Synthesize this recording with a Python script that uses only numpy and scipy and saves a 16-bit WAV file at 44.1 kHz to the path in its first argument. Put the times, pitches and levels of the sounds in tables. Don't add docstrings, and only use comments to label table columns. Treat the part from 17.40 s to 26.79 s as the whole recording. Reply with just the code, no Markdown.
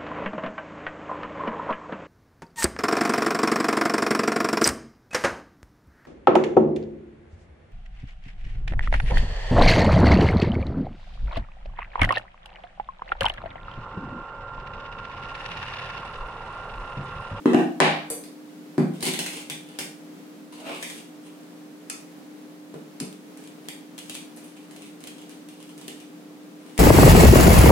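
import sys
import numpy as np
from scipy import signal
from scipy.fft import rfft, irfft
from scipy.io import wavfile
from scipy.ndimage import uniform_filter1d, map_coordinates

SR = 44100
rng = np.random.default_rng(int(sys.argv[2]) if len(sys.argv) > 2 else 0)


def pcm_store(signal):
    levels = np.round(np.clip(np.atleast_2d(signal), -1, 1) * 32767)
    wavfile.write(sys.argv[1], SR, levels.astype(np.int16).T)


N = 414099

# f/Hz, level/dB
THUD_COLOUR = [(30, -39), (90, -35), (150, -5), (270, 8), (380, 5.5), (600, -6), (1200, -34), (4000, -39),
               (12000, -82)]
CRACK_COLOUR = [(100, -31.5), (350, 16), (800, 2.5), (1150, -0.5), (1700, -6.5), (2800, -12), (4500, -23.5),
                (9000, -25.5), (15000, -42)]
TICK_COLOUR = [(40, -37), (300, 6.5), (1300, -7), (2000, 0), (3200, -2.5), (5000, -4), (7000, -1),
               (9200, 2), (11000, -5.5), (15500, -12)]
# f/Hz, level/dB, t60/s
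BENCH_MODES = [(160.6, -0.5, 0.22), (220.4, -0.5, 0.14), (389, 9, 0.06), (815, -14, 0.054)]
MALLET_DROP_S = 0.4022
STEEL_PAN_DB = [[0.5], [-0.5]]


def gain_of(db):
    return 10 ** (np.asarray(db) / 20)


def unit(x):
    return x / np.sqrt(np.mean(np.sum(x ** 2, -1)) + 1e-20)


def read(points, hz):
    f, value = np.transpose(points)
    return np.interp(np.log(hz + 1), np.log(f), value)


def add(mix, s, sound):
    part = mix[:, round(s * SR):][:, :sound.shape[-1]]
    part += sound[..., :part.shape[-1]]


def decay(t, t60):
    return np.exp(-np.log(1000) * t / t60)


def drift(per_s):
    knots = rng.standard_normal(4096)
    return map_coordinates(knots, [np.arange(N) / SR * per_s], order=2, mode="wrap")


def pulse(spectrum, size=2048):
    hz = abs(np.fft.fftfreq(size, 1 / SR))
    log_gain = np.log(gain_of(read(spectrum, hz)))
    return unit(np.fft.ifft(np.exp(np.conj(signal.hilbert(log_gain)))).real)


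def colour(x, spectrum):
    return signal.fftconvolve(x, pulse(spectrum)[None], axes=1)


def paired(x):
    # f/Hz, correlation
    likeness = [(30, 1), (110, 0.59), (200, 0.96), (320, 0.022), (550, 0.8), (1000, 0), (15000, 0.038)]
    left, right = rfft(x)
    same = read(likeness, np.fft.rfftfreq(x.shape[1], 1 / SR))
    return irfft([left, same * left + np.sqrt(1 - same ** 2) * right], x.shape[1])


def chatter(t60, spectrum, size=16384):
    burst = rng.standard_normal((2, size)) * decay(np.arange(size) / SR, t60)
    bins = rfft(np.roll(burst, 24, axis=1))
    even = irfft(bins / np.sqrt(uniform_filter1d(abs(bins) ** 2, size // 40, axis=1) + 1e-12))
    fade = np.clip(np.linspace(3, -1, size), 0, 1)
    return unit(colour(paired(even) * fade, spectrum))


def ring(modes, scatter_db, split=0., count=3, size=SR // 2):
    t = np.arange(size) / SR
    out = np.zeros(size)
    for hz, db, t60 in modes:
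        near_hz = hz * (1 + split * rng.standard_normal((count, 1)))
        weight = rng.choice([-1, 1]) * gain_of(db + scatter_db * rng.standard_normal())
        out += weight * decay(t, t60) * np.sin(2 * np.pi * near_hz * t).sum(0)
    return unit(out)


def thud(spectrum, modes, ring_db):
    blow = pulse(spectrum)
    out = gain_of(ring_db) * unit(signal.fftconvolve(blow, ring(modes, scatter_db=2.5)))
    out[:len(blow)] += blow
    return out


def room_tone(air_db=-47, swell_db=0.6, waver=0.11, wander_rad=0.058):
    # f/Hz, level/dB
    air_colour = [(15, -87), (25, -70), (55, -70), (130, -27.5), (161, -15.5), (235, -12), (299, -10),
                  (333, -18), (414, -15), (473, -19), (513, -24), (691, -23), (749, -25.5), (1510, -30.5),
                  (15800, -45)]
    hum_partials = [(172, -59.5), (263, -59.5), (301.5, -47.5), (517, -62)]
    air = colour(paired(rng.standard_normal((2, N))), air_colour)[:, :N]
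    air *= gain_of(air_db + swell_db * drift(9.0))
    t = np.arange(N) / SR
    hum = sum(gain_of(db) * (1 + waver * drift(22)) * np.sin(2 * np.pi * hz * t + wander_rad * drift(4.8))
              for hz, db in hum_partials)
    return air + np.sqrt(2) * hum


def flex():
    # t/s, level/dB, f/Hz, rise/s
    pushes = [(0.0567, 22.5, 287, 0.0049), (0.1438, 23.5, 275, 0.0048), (0.4045, 8, 227, 0.0027),
              (1.382, 11, 225, 0.0048), (5.608, 3, 256, 0.01)]
    out, t = np.zeros((2, N)), np.arange(SR // 20) / SR
    for s, db, hz, rise in pushes:
        swell = (t / rise * np.exp(1 - t / rise)) ** 3
        add(out, s, gain_of(db) * unit(swell * np.sin(2 * np.pi * hz * t)))
    return out


def mallet_blows(crack_db=-5, crack_t60=0.0096, buzz_t60=0.041):
    # t/s, thud/dB, buzz/dB
    blows = [(0.0572, 15.5, 7), (0.133, 12, 1), (0.1454, 17, 14)]
    # f/Hz, level/dB, t60/s
    housing_modes = [(185, 0, 0.09), (319, -5, 0.11), (368, -2, 0.14), (460, -3, 0.16), (607, -3, 0.077)]
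    out = np.zeros((2, N))
    for s, thud_db, buzz_db in blows:
        add(out, s, gain_of(thud_db) * thud(THUD_COLOUR, housing_modes, ring_db=-10.5))
        add(out, s, gain_of(thud_db + crack_db) * chatter(crack_t60, CRACK_COLOUR))
        add(out, s, gain_of(buzz_db) * chatter(buzz_t60, CRACK_COLOUR))
    return out


def mallet_clack(clack_db=19, clack_t60=0.007):
    # f/Hz, level/dB
    clack_colour = [(200, 0), (1000, 17.5), (2000, 10.5), (4000, 0.5), (6300, -0.5), (9200, -2),
                    (11000, -14), (13000, -23), (15500, -39)]
    out = np.zeros((2, N))
    add(out, MALLET_DROP_S, gain_of(clack_db) * chatter(clack_t60, clack_colour))
    return out


def mallet_drop(thud_db=20, settle_s=0.00203, crack_db=17, crack_t60=0.007, rattle_db=14, rattle_t60=0.46):
    # f/Hz, level/dB
    rattle_colour = [(100, -8), (400, -14), (800, 8.5), (1200, -2), (1800, -1), (2900, -2.5), (4500, -11.5),
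                     (9000, -40), (15000, -58)]
    out = np.zeros((2, N))
    add(out, MALLET_DROP_S, gain_of(crack_db) * chatter(crack_t60, CRACK_COLOUR))
    add(out, MALLET_DROP_S + settle_s, gain_of(thud_db) * thud(THUD_COLOUR, BENCH_MODES, ring_db=-4.5))
    add(out, MALLET_DROP_S, gain_of(rattle_db) * chatter(rattle_t60, rattle_colour))
    return out


def loose_parts(jingle_t60=0.05):
    # t/s, level/dB
    clinks = [(0.701, 0.5), (1.63, -4), (1.657, -26), (6.962, -22.5), (7.041, -22)]
    # f/Hz, level/dB, t60/s
    part_modes = [(4750, 4, 0.14), (5720, -1, 0.14), (6207, 11, 0.16), (7350, 7, 0.09), (7720, 11, 0.1),
                  (8180, 16, 0.13), (8560, 14, 0.14), (9480, 15, 0.2), (9850, 13, 0.16), (10470, 12, 0.15),
                  (11000, 8, 0.1), (11800, 9, 0.11), (12520, 6, 0.07), (13680, 3, 0.08), (14500, 8, 0.09)]
    # f/Hz, level/dB
    jingle_colour = [(300, -3.5), (3500, -16), (4800, -18), (6000, -20), (9200, 1), (11500, -3.5),
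                     (14700, -16), (15800, -28)]
    out = np.zeros((2, N))
    for s, db in clinks:
        ringing = np.array([ring(part_modes, scatter_db=1.0, split=0.0038, count=5) for _ in range(2)])
        add(out, s, gain_of(db) * ringing)
        add(out, s, gain_of(db) * chatter(jingle_t60, jingle_colour))
    return out


def bench_bumps(knock_t60=0.085, clack_db=-10, clack_t60=0.038):
    # t/s, thump/dB, knock/dB, knock f/Hz
    bumps = [(0.705, -26, -1.5, 457), (1.381, 12.5, 1, 365), (1.407, 6.5, -2.5, 408), (1.628, -5, -3, 353),
             (1.67, -3, -3, 394), (1.79, -14, -12, 400), (2.1, -15.5, -17, 370), (2.393, -18, -12, 373),
             (5.341, -14.5, -5, 425), (5.609, -5, -10, 243), (5.623, -18, -5.5, 409),
             (8.481, -22, -12.5, 420), (9.377, -9.5, -24, 362)]
    # f/Hz, level/dB
    thump_colour = [(30, -45), (85, -32), (145, 0), (250, -2), (400, -11), (650, -19), (1500, -29),
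                    (4000, -48), (12000, -66)]
    out = np.zeros((2, N))
    for s, thump_db, knock_db, hz in bumps:
        add(out, s, gain_of(thump_db) * thud(thump_colour, BENCH_MODES, ring_db=-2.5))
        add(out, s, gain_of(knock_db) * ring([(hz, 0, knock_t60)], scatter_db=0, split=0.027, count=5))
        add(out, s, gain_of(knock_db + clack_db) * chatter(clack_t60, CRACK_COLOUR))
    return out


def shell(centre_hz, reach_octaves=0.32):
    # f/Hz, level/dB, t60/s
    shell_modes = [(1900, -0.5, 0.019), (2170, 9, 0.031), (2640, -13, 0.016), (2870, -8, 0.044),
                   (3270, 3.5, 0.038), (3300, -6.5, 0.045), (4090, 1.5, 0.045), (4820, 3, 0.045)]
    modes = [(hz, db - 6 * abs(np.log2(hz / centre_hz)) / reach_octaves, t60)
             for hz, db, t60 in shell_modes]
    return unit(np.diff([ring(modes, scatter_db=1.5, split=0.06, count=36, size=2048) for _ in range(2)]))


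def housing_clicks(shell_db=-4.5):
    # t/s, level/dB, chatter t60/s, ring centre f/Hz
    clicks = [(0.8381, -18, 0.0073, 4940), (1.38, -13.5, 0.0072, 4560), (1.607, -11.5, 0.015, 4020),
              (1.628, -2, 0.015, 4570), (1.653, -2, 0.019, 3120), (1.665, 1.5, 0.02, 4230),
              (1.677, -1.5, 0.027, 3130), (1.737, -1, 0.0099, 3180), (1.790, 3, 0.017, 3270),
              (1.862, -1.5, 0.017, 2720), (2.0989, -2, 0.013, 3200), (2.388, 0.5, 0.016, 3200),
              (2.407, -11, 0.044, 2500), (3.426, -3.5, 0.022, 2520), (3.499, -9, .033, 2680),
              (9.378, 0.5, 0.0094, 1900)]
    out = np.zeros((2, N))
    for s, db, t60, centre_hz in clicks:
        add(out, s, gain_of(db) * chatter(t60, TICK_COLOUR))
        add(out, s, gain_of(db + shell_db) * shell(centre_hz))
    return out * gain_of(STEEL_PAN_DB)


def scrape(length, grit_db, rub_db, slips_per_s, uneven_db, slip_t60=0.0061, contacts=4):
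    # f/Hz, level/dB
    grit_colour = [(100, 4.5), (1300, -17), (2100, 3.5), (3200, 5), (5000, 0), (7000, 2.5), (9200, 7),
                   (11000, -2.5), (15500, -8.5)]
    rub_colour = [(70, -47), (250, 7.5), (390, 4.5), (480, 8.5), (620, -8.5), (900, 0.5), (1500, -8.5),
                  (3000, -4), (6000, -18), (14000, -36)]
    span = min(int(length * SR), SR)
    slipping = rng.random((contacts, SR)) < slips_per_s / contacts / SR
    strength = gain_of(uneven_db * np.minimum(rng.exponential(1, (contacts, SR)), 4))
    slips = (slipping * strength)[:, :span] * signal.windows.tukey(span, .3)
    out = 0
    for db, spectrum in (grit_db, grit_colour), (rub_db, rub_colour):
        ticks = sum(signal.fftconvolve(point[None], chatter(slip_t60, spectrum, size=512), axes=1)
                    for point in slips)
        out = out + gain_of(db) * np.sqrt(span) * unit(ticks)
    return out


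def dragging():
    # t/s, length/s, grit/dB, rub/dB
    drags = [(1.504, 0.22, -54, -53.5), (1.612, 0.086, -33.5, -37), (1.758, 0.28, -44, -48.5),
             (2.25, 0.16, -59, -53.5), (3.103, 0.12, -52.5, -49), (3.23, 0.148, -48, -38.5),
             (3.309, 0.31, -48, -61), (3.826, 0.053, -55, -54.5)]
    out = np.zeros((2, N))
    for s, length, grit_db, rub_db in drags:
        add(out, s, scrape(length, grit_db, rub_db, slips_per_s=250, uneven_db=3.0))
    return out


def groan(peak_s=3.29, swell_s=0.038, fade_s=0.011, level_db=-31.5, slips_per_s=500):
    # f/Hz, level/dB, t60/s
    hollow_modes = [(450, 12, 0.073), (575, 10, 0.035), (667, 5, 0.095), (885, 4, 0.032), (1250, 4, 0.02)]
    t = np.arange(N) / SR - peak_s
    effort = np.exp(-np.where(t < 0, -t / swell_s, t / fade_s))
    slips = rng.standard_normal(N) * (rng.random(N) < slips_per_s / SR) * np.sqrt(SR / slips_per_s)
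    hollow = unit(np.diff(ring(hollow_modes, scatter_db=4.0, split=0.014)))
    judder = signal.fftconvolve(slips * effort, hollow)[:N]
    return gain_of(level_db) * np.array([judder, judder])


def blade(tick_t60=0.025):
    # t/s, ring/dB, tick/dB, tilt of the ring from the grip/(dB per octave)
    landings = [(4.4988, -3, -0.5, -2.5), (5.6009, -8.5, -0.5, 6)]
    # f/Hz, level/dB, t60/s
    shaft_modes = [(1300, 2.5, 0.03), (2490, -3.5, 0.064), (3030, -3, 0.055), (4350, 3, 0.14),
                   (4940, -2, 0.09), (5620, -2, 0.058), (6400, 8, 0.05), (7500, 10, 0.05), (8470, 3, 0.037),
                   (9120, 0, 0.05), (9350, 7, 0.04), (11600, 8, 0.028)]
    # t/s, level/dB, chatter t60/s
    slips = [(5.341, -22, 0.016), (5.727, -18, .005), (6.074, -18, 0.0072), (6.2851, -2.5, 0.012),
             (6.579, -8, 0.03), (6.587, -7.5, 0.022), (6.696, -4, 0.016), (6.751, -4, 0.013),
             (7.362, -15.5, .02), (7.639, -11, 0.0074), (7.671, -7.5, 0.048), (8.088, -18.5, 0.0052),
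             (8.227, -18, .008), (8.48, -4.5, 0.019)]
    # f/Hz, level/dB
    tip_colour = [(100, -13), (1500, -7.5), (2600, -2), (3700, -7), (4700, -1), (7000, -2.5), (9300, 4),
                  (10500, -4), (15500, -25)]
    slot_colour = [(40, -28), (300, 5), (1300, -6), (2200, 1.5), (3200, 6), (4200, 1), (5500, -2),
                   (9000, 3.5), (11000, -2), (15500, -12)]
    out = np.zeros((2, N))
    lowest_hz = shaft_modes[0][0]
    for s, ring_db, tick_db, tilt in landings:
        modes = [(hz, db + tilt * np.log2(hz / lowest_hz), t60) for hz, db, t60 in shaft_modes]
        shaft = np.array([ring(modes, scatter_db=1.0, split=0.009, count=12, size=4096) for _ in range(2)])
        add(out, s, gain_of(ring_db) * shaft)
        add(out, s, gain_of(tick_db) * chatter(tick_t60, tip_colour))
    for s, db, t60 in slips:
        add(out, s, gain_of(db) * chatter(t60, slot_colour))
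    return out * gain_of(STEEL_PAN_DB)


def screw_twists(bite_t60=0.0083, rub_db=-59):
    # t/s, length/s, grit/dB, bite/dB
    twists = [(5.973, 0.11, -57, -20), (6.227, 0.074, -49.5, -41), (6.659, 0.12, -44, -21),
              (6.972, 0.29, -61.5, -18), (7.31, 0.17, -55, -19), (7.605, 0.25, -58.5, -20),
              (7.894, 0.1, -61, -18), (8.086, 0.25, -58, -22), (8.378, 0.25, -54, -17),
              (9.203, 0.23, -60, -36)]
    out = np.zeros((2, N))
    for s, length, grit_db, bite_db in twists:
        add(out, s, gain_of(bite_db) * chatter(bite_t60, TICK_COLOUR))
        add(out, s, scrape(length, grit_db, rub_db, slips_per_s=380, uneven_db=8.0))
    return out


def room(x, gap_s=0.001, build_s=0.0016, even_hz=36):
    # f/Hz, t60/s
    decay_times = [(120, 0.25), (400, 0.49), (1500, 0.39), (4000, 0.39), (9000, 0.35), (15000, 0.36)]
    # f/Hz, level/dB
    echo_colour = [(90, -12), (200, 4), (380, 1), (600, 4.5), (1000, 7), (2500, 9), (8000, 5), (14000, 3.5)]
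    # f/Hz, level at resonance/dB, t60/s
    wall_modes = [(157, 14, 0.5), (185, 16, 0.55), (209, 8, 0.45), (234, 7, 0.45), (245, 12, 0.55),
                  (265, 8, 0.45), (301, 10, 0.5), (323, 9, 0.45), (360, 6, 0.35), (374, 4, 0.33),
                  (402, 8, 0.4), (453, 9, 0.35), (495, 5, 0.4), (598, 9, 0.4), (674, 11, 0.45),
                  (727, 10, 0.45), (775, 14, 0.45), (820, 11, 0.42)]
    hz, t, frames = signal.stft(rng.standard_normal((2, SR)), SR, nperseg=256)
    frames = frames * decay(t, read(decay_times, hz)[:, None])
    bins = rfft(signal.istft(frames, SR, nperseg=256)[1][:, :SR])
    bins /= np.sqrt(uniform_filter1d(abs(bins) ** 2, even_hz, axis=1))
    age = np.arange(SR) / SR
    tail = irfft(bins * gain_of(read(echo_colour, np.arange(bins.shape[1]))), SR)
    tail *= np.clip((age - gap_s) / build_s, 0, 1)
    waves = 0
    for k, (wave_hz, db, t60) in enumerate(wall_modes):
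        weight = (-1) ** k * gain_of(db) * 2 * np.log(1000) / (t60 * SR)
        waves += weight * decay(age, t60) * np.sin(2 * np.pi * wave_hz * age)
    response = (paired(tail) + waves)[:, :SR // 2]
    return signal.fftconvolve(x[:1], response, axes=1)[:, :N]


def scene(metal_send_db=-1, tick_send_db=-5.5, flex_send_db=-14, work_db=-5.5):
    work = mallet_blows() + mallet_drop() + bench_bumps() + dragging() + groan() + screw_twists()
    metal = housing_clicks() + loose_parts()
    ticks = blade() + mallet_clack()
    knocks = flex()
    send = work + gain_of(metal_send_db) * metal + gain_of(tick_send_db) * ticks
    send += gain_of(flex_send_db) * knocks
    return gain_of(work_db) * (work + metal + ticks + knocks + room(send)) + room_tone()


def record(dry, limit_db=-17, share=0.45, recover_db_per_s=250, low_hz=80, high_hz=16000):
    power = signal.lfilter([1], [1, -np.exp(-1 / 200)], (dry ** 2).mean(0)) / 200
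    over_db = np.maximum(10 * np.log10(power + 1e-12) - limit_db, 0)
    fall_db = np.arange(N) * recover_db_per_s / SR
    held_db = np.maximum.accumulate(over_db + fall_db) - fall_db
    limited = np.tanh(dry / gain_of(share * held_db))
    lean = signal.sosfilt(signal.butter(3, low_hz, "highpass", fs=SR, output="sos"), limited)
    treble_cut = signal.firwin(511, high_hz, window=("kaiser", 9), fs=SR)
    return signal.oaconvolve(lean, treble_cut[None], "same")


dry = scene()
out = record(dry)
pcm_store(out)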